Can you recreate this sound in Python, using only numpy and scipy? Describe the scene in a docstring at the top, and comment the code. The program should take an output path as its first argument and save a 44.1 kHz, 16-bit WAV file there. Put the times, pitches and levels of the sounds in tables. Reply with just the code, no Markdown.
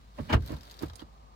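"""A quiet parked car holds a low rumble, a hum and soft rubbing. At 0.2 s a mechanism takes up, and at
0.33 s it lands with a heavy clunk: its impacts rattle the plastic trim and excite the low modes of the
cabin. Close by, plastic then creaks in small stick-slip ticks while the mechanism settles in weaker,
hollow knocks and faint ventilation grows. Near 1 s come a bright snap, two small pings and a last
knock, and the steady noise remains."""
import sys
import numpy as np
from scipy import signal
from scipy.fft import rfft, irfft
from scipy.io import wavfile
from scipy.ndimage import uniform_filter1d

SR = 44100
rng = np.random.default_rng(int(sys.argv[2]) if len(sys.argv) > 2 else 0)


def to_wav(sig):
    """Store sig (one row per channel, or 1-D mono) as 16-bit WAV at the path in sys.argv[1].

    Samples outside -1..1 are clipped; the rate is SR.
    """
    pcm = np.clip(np.atleast_2d(sig), -1, 1) * 32767
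    pcm = np.round(pcm).astype(np.int16)
    wavfile.write(sys.argv[1], SR, pcm.T)  # frames by channels


N = 59535
T = np.arange(N) / SR
EVENT_T = np.arange(16384) / SR  # seconds since the start of one event
NEAR_LAG_S = 0.00047  # a sound from one side reaches the nearer microphone this much sooner


def amp(db):
    """Amplitude ratio of a level in decibels."""
    return 10 ** (np.asarray(db) / 20)


def unit(x):
    """Normalisation to an rms of 1."""
    return x / np.sqrt(np.mean(x ** 2) + 1e-20)


def read(points, hz):
    """Interpolation of a table on a logarithmic frequency axis."""
    table_hz, value = np.transpose(points)
    return np.interp(np.log(hz + 1), np.log(table_hz + 1), value)


def add(mix, at, sound):
    """Superposition: a sound joins the mix at the given second."""
    part = mix[..., max(round(at * SR), 0):][..., :sound.shape[-1]]
    part += sound[..., :part.shape[-1]]


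def ring(hz, t60):
    """Free vibration of a damped mode, which falls 60 dB in t60 seconds."""
    return np.exp(-np.log(1000) * EVENT_T / t60) * np.sin(2 * np.pi * hz * EVENT_T)


def colour(x, spectrum, tilt_db=0, size=2048):
    """Minimum-phase filtering at unit energy, with the spectrum tilted by tilt_db per octave."""
    hz = np.fft.rfftfreq(size, 1 / SR)
    octaves = np.log2(np.maximum(hz, 250) / 1000)
    cepstrum = irfft(np.log(amp(read(spectrum, hz) + tilt_db * octaves)))
    cepstrum[1:size // 2] *= 2  # folding onto positive time makes the filter causal
    cepstrum[size // 2 + 1:] = 0
    taps = irfft(np.exp(rfft(cepstrum)))
    return signal.fftconvolve(x, taps / np.linalg.norm(taps))


def place(x, pan_db, lag_s):
    """Localisation by level and arrival time: positive pan and lag make the left louder and earlier."""
    n = np.arange(len(x))
    shift = round(lag_s * SR / 2)
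    return np.array([np.interp(n + side * shift, n, x) * amp(side * pan_db / 2) for side in (1, -1)])


# Likeness of steady sound at the two microphones. Each row: frequency in Hz, coherence from 0 to 1.
COHERENCE = [(60, 0.5), (150, 0.91), (350, 0.72), (1200, 0.68), (5000, 0), (16000, 0.06)]
def steady(spectrum):
    """Partial coherence: stereo noise of rms 1 whose two sides are nearly independent in the treble."""
    hz = np.fft.rfftfreq(N, 1 / SR)
    left, independent = rfft(rng.standard_normal((2, N)))
    coherence = np.clip(read(COHERENCE, hz), 0, 1)
    delay = np.exp(-2j * np.pi * hz * NEAR_LAG_S)
    right = (coherence * left + np.sqrt(1 - coherence ** 2) * independent) * delay
    return unit(irfft(np.array([left, right]) * amp(read(spectrum, hz)), N))


# Cabin air. Each row: frequency in Hz, relative spectral density in dB.
AIR_SPECTRUM = [(20, -19), (40, -11.5), (56, -3), (80, -13), (140, -16.5), (250, -22.5), (420, -34.5),
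                (1000, -32.5), (1500, -36.5), (4500, -39), (7000, -45), (10000, -55), (16000, -57)]
def rumble(air_db=-58, hum_hz=53.8, hum_db=-56, waver_db=0.5):
    """Bass-heavy noise lies under a low hum with slight random amplitude modulation."""
    waver = unit(uniform_filter1d(rng.standard_normal(N), size=6000))
    hum = amp(hum_db - waver_db * waver) * unit(np.sin(2 * np.pi * hum_hz * T))
    return hum + amp(air_db) * steady(AIR_SPECTRUM)


# Growth of the fan's whir. Each row: time in seconds, level in dB.
FAN_LEVELS = [(0, -67.5), (.5, -68.5), (.9, -61), (1.35, -61.5)]
# Colour of the whir. Each row: frequency in Hz, relative spectral density in dB.
FAN_SPECTRUM = [(100, -25), (450, -3), (620, 0.5), (950, 1), (1250, 3), (1450, -33), (4000, -46)]
def fan():
    """Band-limited noise of ventilation swells to a faint whir."""
    return amp(np.interp(T, *np.transpose(FAN_LEVELS))) * steady(FAN_SPECTRUM)


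# Course of the rubbing. Each row: time in seconds, level in dB.
RUB_LEVELS = [(0, -67.5), (.13, -67.5), (.19, -56), (.29, -55), (.38, -65.5), (.44, -55.5), (.51, -49.5),
              (.6, -59), (.71, -56), (.77, -59), (.83, -50.5), (.92, -65), (1.01, -55.5), (1.05, -69.5),
              (1.35, -72.5)]
# Colour of the rubbing. Each row: frequency in Hz, relative spectral density in dB.
RUB_SPECTRUM = [(60, 3.5), (280, 5), (550, 5), (1500, 1), (2600, -5.5), (4300, -0.5), (6000, -10.5),
                (10500, -15), (13300, -17.5), (16000, -14.5)]
def rubbing(grain_db=2.0, pan_db=-0.5):
    """Sliding friction makes a grainy noise that swells while the parts move."""
    grain = unit(uniform_filter1d(rng.standard_normal(N), size=130))
    level_db = np.interp(T, *np.transpose(RUB_LEVELS)) + grain_db * grain
    balance = amp([[pan_db / 2], [-pan_db / 2]])
    return steady(RUB_SPECTRUM) * amp(level_db) * balance


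# Bursts of chatter in the mechanism. Each row: peak time in seconds, level in dB, rise and fall
# time constants in seconds, tilt in dB per octave, pan in dB.
RATTLE_BURSTS = [(0.1867, -31, 0.0037, 0.01, -3, -1), (0.249, -49, 0.018, 0.061, -11, -6),
                 (0.2998, -26, 0.0047, 0.01, 1.2, 0), (.3115, -29.5, 0.0028, 0.0075, 0, -2.5),
                 (0.3279, -20, 0.0029, 0.0097, 2, 5), (.337, -20.5, 0.0042, .009, 1, -2.5),
                 (.359, -31.5, 0.0024, 0.012, -2, 2.5), (0.437, -40.5, 0.014, 0.009, -14, -1),
                 (.505, -36.5, 0.015, 0.015, -3.5, -2.5), (.523, -41, 0.0042, 0.028, -1.5, -0.5),
                 (0.8183, -38, 0.0075, 0.018, -4.5, -0.5), (0.831, -39, 0.0099, 0.011, -1, 4.5),
                 (1.019, -51, 0.011, 0.0052, -1, -1)]
# Colour of the chatter. Each row: frequency in Hz, relative spectral density in dB.
TRIM_SPECTRUM = [(30, -31), (110, 5.5), (220, 3), (380, -2.5), (620, -1), (1000, -5.5), (1650, -6),
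                 (2600, -15.5), (3600, -19), (6500, -34), (10000, -44), (15000, -47)]
# Resonances of the trim. Each row: frequency in Hz, bandwidth in Hz, gain in dB.
TRIM_RESONANCES = [(1615, 58, 1), (1740, 11, -22), (2847, 135, 8.5)]
def rattles(contacts_per_s=4500, spread_db=3, lead_s=0.06, size=8192):
    """Forced vibration: each movement is a swarm of tiny impacts that drives the trim's resonances."""
    out = np.zeros((2, N))
    t = EVENT_T[:size] - lead_s  # zero at the peak of a burst
    for at, db, rise, fall, tilt_db, pan_db in RATTLE_BURSTS:
        signs = rng.choice([-1, 1], size)
        strengths = amp(spread_db * np.minimum(rng.exponential(1, size), 2))
        contacts = unit(signs * strengths * (rng.random(size) < contacts_per_s / SR))
        envelope = np.exp(-np.maximum(-t / rise, t / fall))
        chatter = amp(db) * colour(contacts * envelope, TRIM_SPECTRUM, tilt_db)
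        add(out, at - lead_s, place(chatter, pan_db, NEAR_LAG_S * np.sign(pan_db)))
    ringing = sum(amp(db) * signal.lfilter(*signal.iirpeak(hz, hz / width, fs=SR), out)
                  for hz, width, db in TRIM_RESONANCES)
    return out + ringing


# Decay of the cabin. Each row: frequency in Hz, reverberation time t60 in seconds.
CABIN_DECAY = [(100, 0.18), (500, 0.11), (2000, 0.041), (8000, 0.05), (16000, 0.082)]
def cabin(pair, wet_db, size=8192):
    """Reverberation: dense short reflections, alike on both sides in the bass and unlike above it."""
    hz, t, noise = signal.stft(rng.standard_normal((2, size)), SR, nperseg=256)
    coherence = 1 / (1 + (hz[:, None] / 260) ** 4)
    noise[1] = coherence * noise[0] + np.sqrt(1 - coherence ** 2) * noise[1]
    decay = amp(-60 * t / read(CABIN_DECAY, hz)[:, None])
    _, tail = signal.istft(noise * decay, SR, nperseg=256)
    wet = signal.fftconvolve(pair, tail / np.linalg.norm(tail[0]), axes=1)[:, :N]
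    return (pair + amp(wet_db) * wet) / np.sqrt(1 + amp(wet_db) ** 2)


# Blows on the body. Each row: start in seconds, level in dB, contact time in seconds, pitch factor.
BODY_BLOWS = [(0.188, -37, 0.0027, 1), (.2125, -32, .002, 1.1), (.317, -26, .0017, 1.1),
              (0.3295, -10.7, 0.0074, 1.063), (0.3386, -10.2, 0.0022, 1.018), (0.4014, -19, 0.008, 1.008),
              (0.5068, -36, 0.0015, 0.979), (0.5394, -31.5, 0.0014, 1.063), (0.8339, -26, 0.0073, 0.956),
              (0.8432, -24.6, 0.0045, 1.068), (1.0335, -46, 0.002, 1)]
# Boom of the cabin. Each row: frequency in Hz, relative level in dB, t60 in seconds.
CABIN_MODES = [(59.8, -2.4, 0.175), (69.2, -6.6, .215), (82.9, -14.6, 0.46), (111.6, -16, 0.31),
               (133, -1.5, 0.074), (185.6, -10, 0.055)]
def thumps():
    """Impact excitation of the cabin's low modes: longer contact acts as a low-pass and dulls the boom."""
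    out = np.zeros(N)
    for at, db, contact, pitch in BODY_BLOWS:
        boom = sum(amp(mode_db) / (1 + (hz * contact) ** 2) * ring(hz * pitch, t60)
                   for hz, mode_db, t60 in CABIN_MODES)
        onset = 1 - np.exp(-EVENT_T / contact)
        add(out, at, -amp(db) * onset * boom)
    return place(out, pan_db=-1.1, lag_s=0.0002)


# Knocks on a panel. Each row: start in seconds, level in dB, pitch in Hz.
PANEL_KNOCKS = [(0.2003, -26, 275), (0.2188, -45, 222), (0.5046, -27, 274), (0.5239, -25.5, 298.5),
                (0.8208, -28, 263), (0.8332, -18.5, 307.7), (1.0229, -32.5, 305.5)]
# Ring of that panel. Each row: frequency as a ratio to the pitch, relative level in dB, t60 in seconds.
PANEL_MODES = [(1.019, -2, 0.04), (.837, -20, 0.11), (1.44, -12.5, 0.027), (4.1, -23, 0.046)]
def knocks(rise_s=0.00093):
    """Damped inharmonic modes: a hollow panel on the right rings briefly after each knock."""
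    out = np.zeros(N)
    onset = np.tanh(EVENT_T / rise_s) ** 2
    for at, db, hz in PANEL_KNOCKS:
        panel = sum(amp(mode_db) * ring(hz * ratio, t60) for ratio, mode_db, t60 in PANEL_MODES)
        add(out, at, amp(db) * onset * panel)
    return place(out, pan_db=-11, lag_s=-0.0005)


def slip(db, fall_s, spectrum, tilt_db, pan_db, size=1024):
    """A broadband transient: one sudden slip of plastic on plastic gives a decaying burst of noise."""
    burst = rng.standard_normal(size) * np.exp(-EVENT_T[:size] / fall_s)
    return place(amp(db) * colour(burst, spectrum, tilt_db), pan_db, NEAR_LAG_S)


# Ticks of the creak. Each row: start in seconds, level in dB, tilt in dB per octave, pan in dB.
CREAK_TICKS = [(0.4228, -43, -3, 6), (.4615, -39, 4.5, 2), (0.476, -40.5, 4.5, -0.5), (.4975, -41, -14, -2),
               (0.519, -44.5, 4.5, 7), (0.543, -47, -1, 2), (0.5653, -45.5, 1, 9), (.586, -49, -5.5, 11),
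               (0.6088, -43, -1, 6), (0.6325, -42, -1.5, 7), (0.653, -47, 0, 5), (0.671, -47, -3.5, 5),
               (0.6982, -42, -2, 2.5), (0.7118, -40.5, 5, 6.5), (0.7154, -39.5, -2, 2),
               (0.7411, -45, -1, 4), (.768, -45, 0.5, 6), (0.7912, -37, 0, 2), (.824, -37.5, 10, -4),
               (0.8314, -34, -6.5, 1), (0.8593, -45.5, 2, 10), (0.8826, -46, 0, 4),
               (0.898, -37.5, -5.5, 2.5), (0.9339, -42, -3.5, 4.5), (0.994, -39, -5.5, -3),
               (1.000, -53, -3.5, -18), (1.004, -46.5, -4.5, 14), (1.019, -48, -8, -17)]
# Colour of a tick. Each row: frequency in Hz, relative spectral density in dB.
TICK_SPECTRUM = [(200, -30.5), (900, -7), (1600, -3), (2400, -12), (3300, -2.5), (4200, 4.5), (5500, -5),
                 (8000, -9), (11000, -17.5), (12800, -8), (14300, -14), (16000, -32)]
def creak(fall_s=0.0015):
    """Stick-slip friction: plastic catches and lets go slowly enough to be heard as separate ticks."""
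    out = np.zeros((2, N))
    for at, db, tilt_db, pan_db in CREAK_TICKS:
        add(out, at, slip(db, fall_s, TICK_SPECTRUM, tilt_db, pan_db))
    return out


# Colour of the snap. Each row: frequency in Hz, relative spectral density in dB.
SNAP_SPECTRUM = [(300, -28.5), (1500, -3.5), (5000, 2), (7500, 10), (10000, -2), (12500, -8.5),
                 (16000, -16)]
def snap(start_s=0.9558):
    """A single stick-slip release makes one bright snap."""
    out = np.zeros((2, N))
    add(out, start_s, slip(db=-35.5, fall_s=0.0018, spectrum=SNAP_SPECTRUM, tilt_db=0, pan_db=-8))
    return out


# Pings of loose parts. Each row: start in seconds, level in dB, pitch in Hz, t60 in seconds.
PART_PINGS = [(.995, -38.5, 3250, 0.017), (1.017, -50.5, 2880, 0.04)]
def pings():
    """Free vibration: small loose parts each ring in one high mode."""
    out = np.zeros(N)
    for at, db, hz, t60 in PART_PINGS:
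        add(out, at, amp(db) * ring(hz, t60))
    return out


def scene():
    """Superposition of all sources at two microphones; rattles and small sounds reverberate."""
    mechanism = cabin(rattles(), wet_db=6.5) + thumps() + knocks()
    small_sounds = cabin(snap() + creak() + pings(), wet_db=1.5)
    return mechanism + small_sounds + rubbing() + rumble() + fan()


def record(dry, low_hz=42, high_hz=16000):
    """Band limiting: a high-pass thins the deepest bass and a low-pass cuts the highest treble."""
    thinned = signal.sosfilt(signal.butter(4, low_hz, "highpass", fs=SR, output="sos"), dry)
    lowpass = signal.firwin(511, high_hz, window=("kaiser", 9), fs=SR)
    return signal.oaconvolve(thinned, lowpass[None], "same")


dry = scene()
out = record(dry)
to_wav(out)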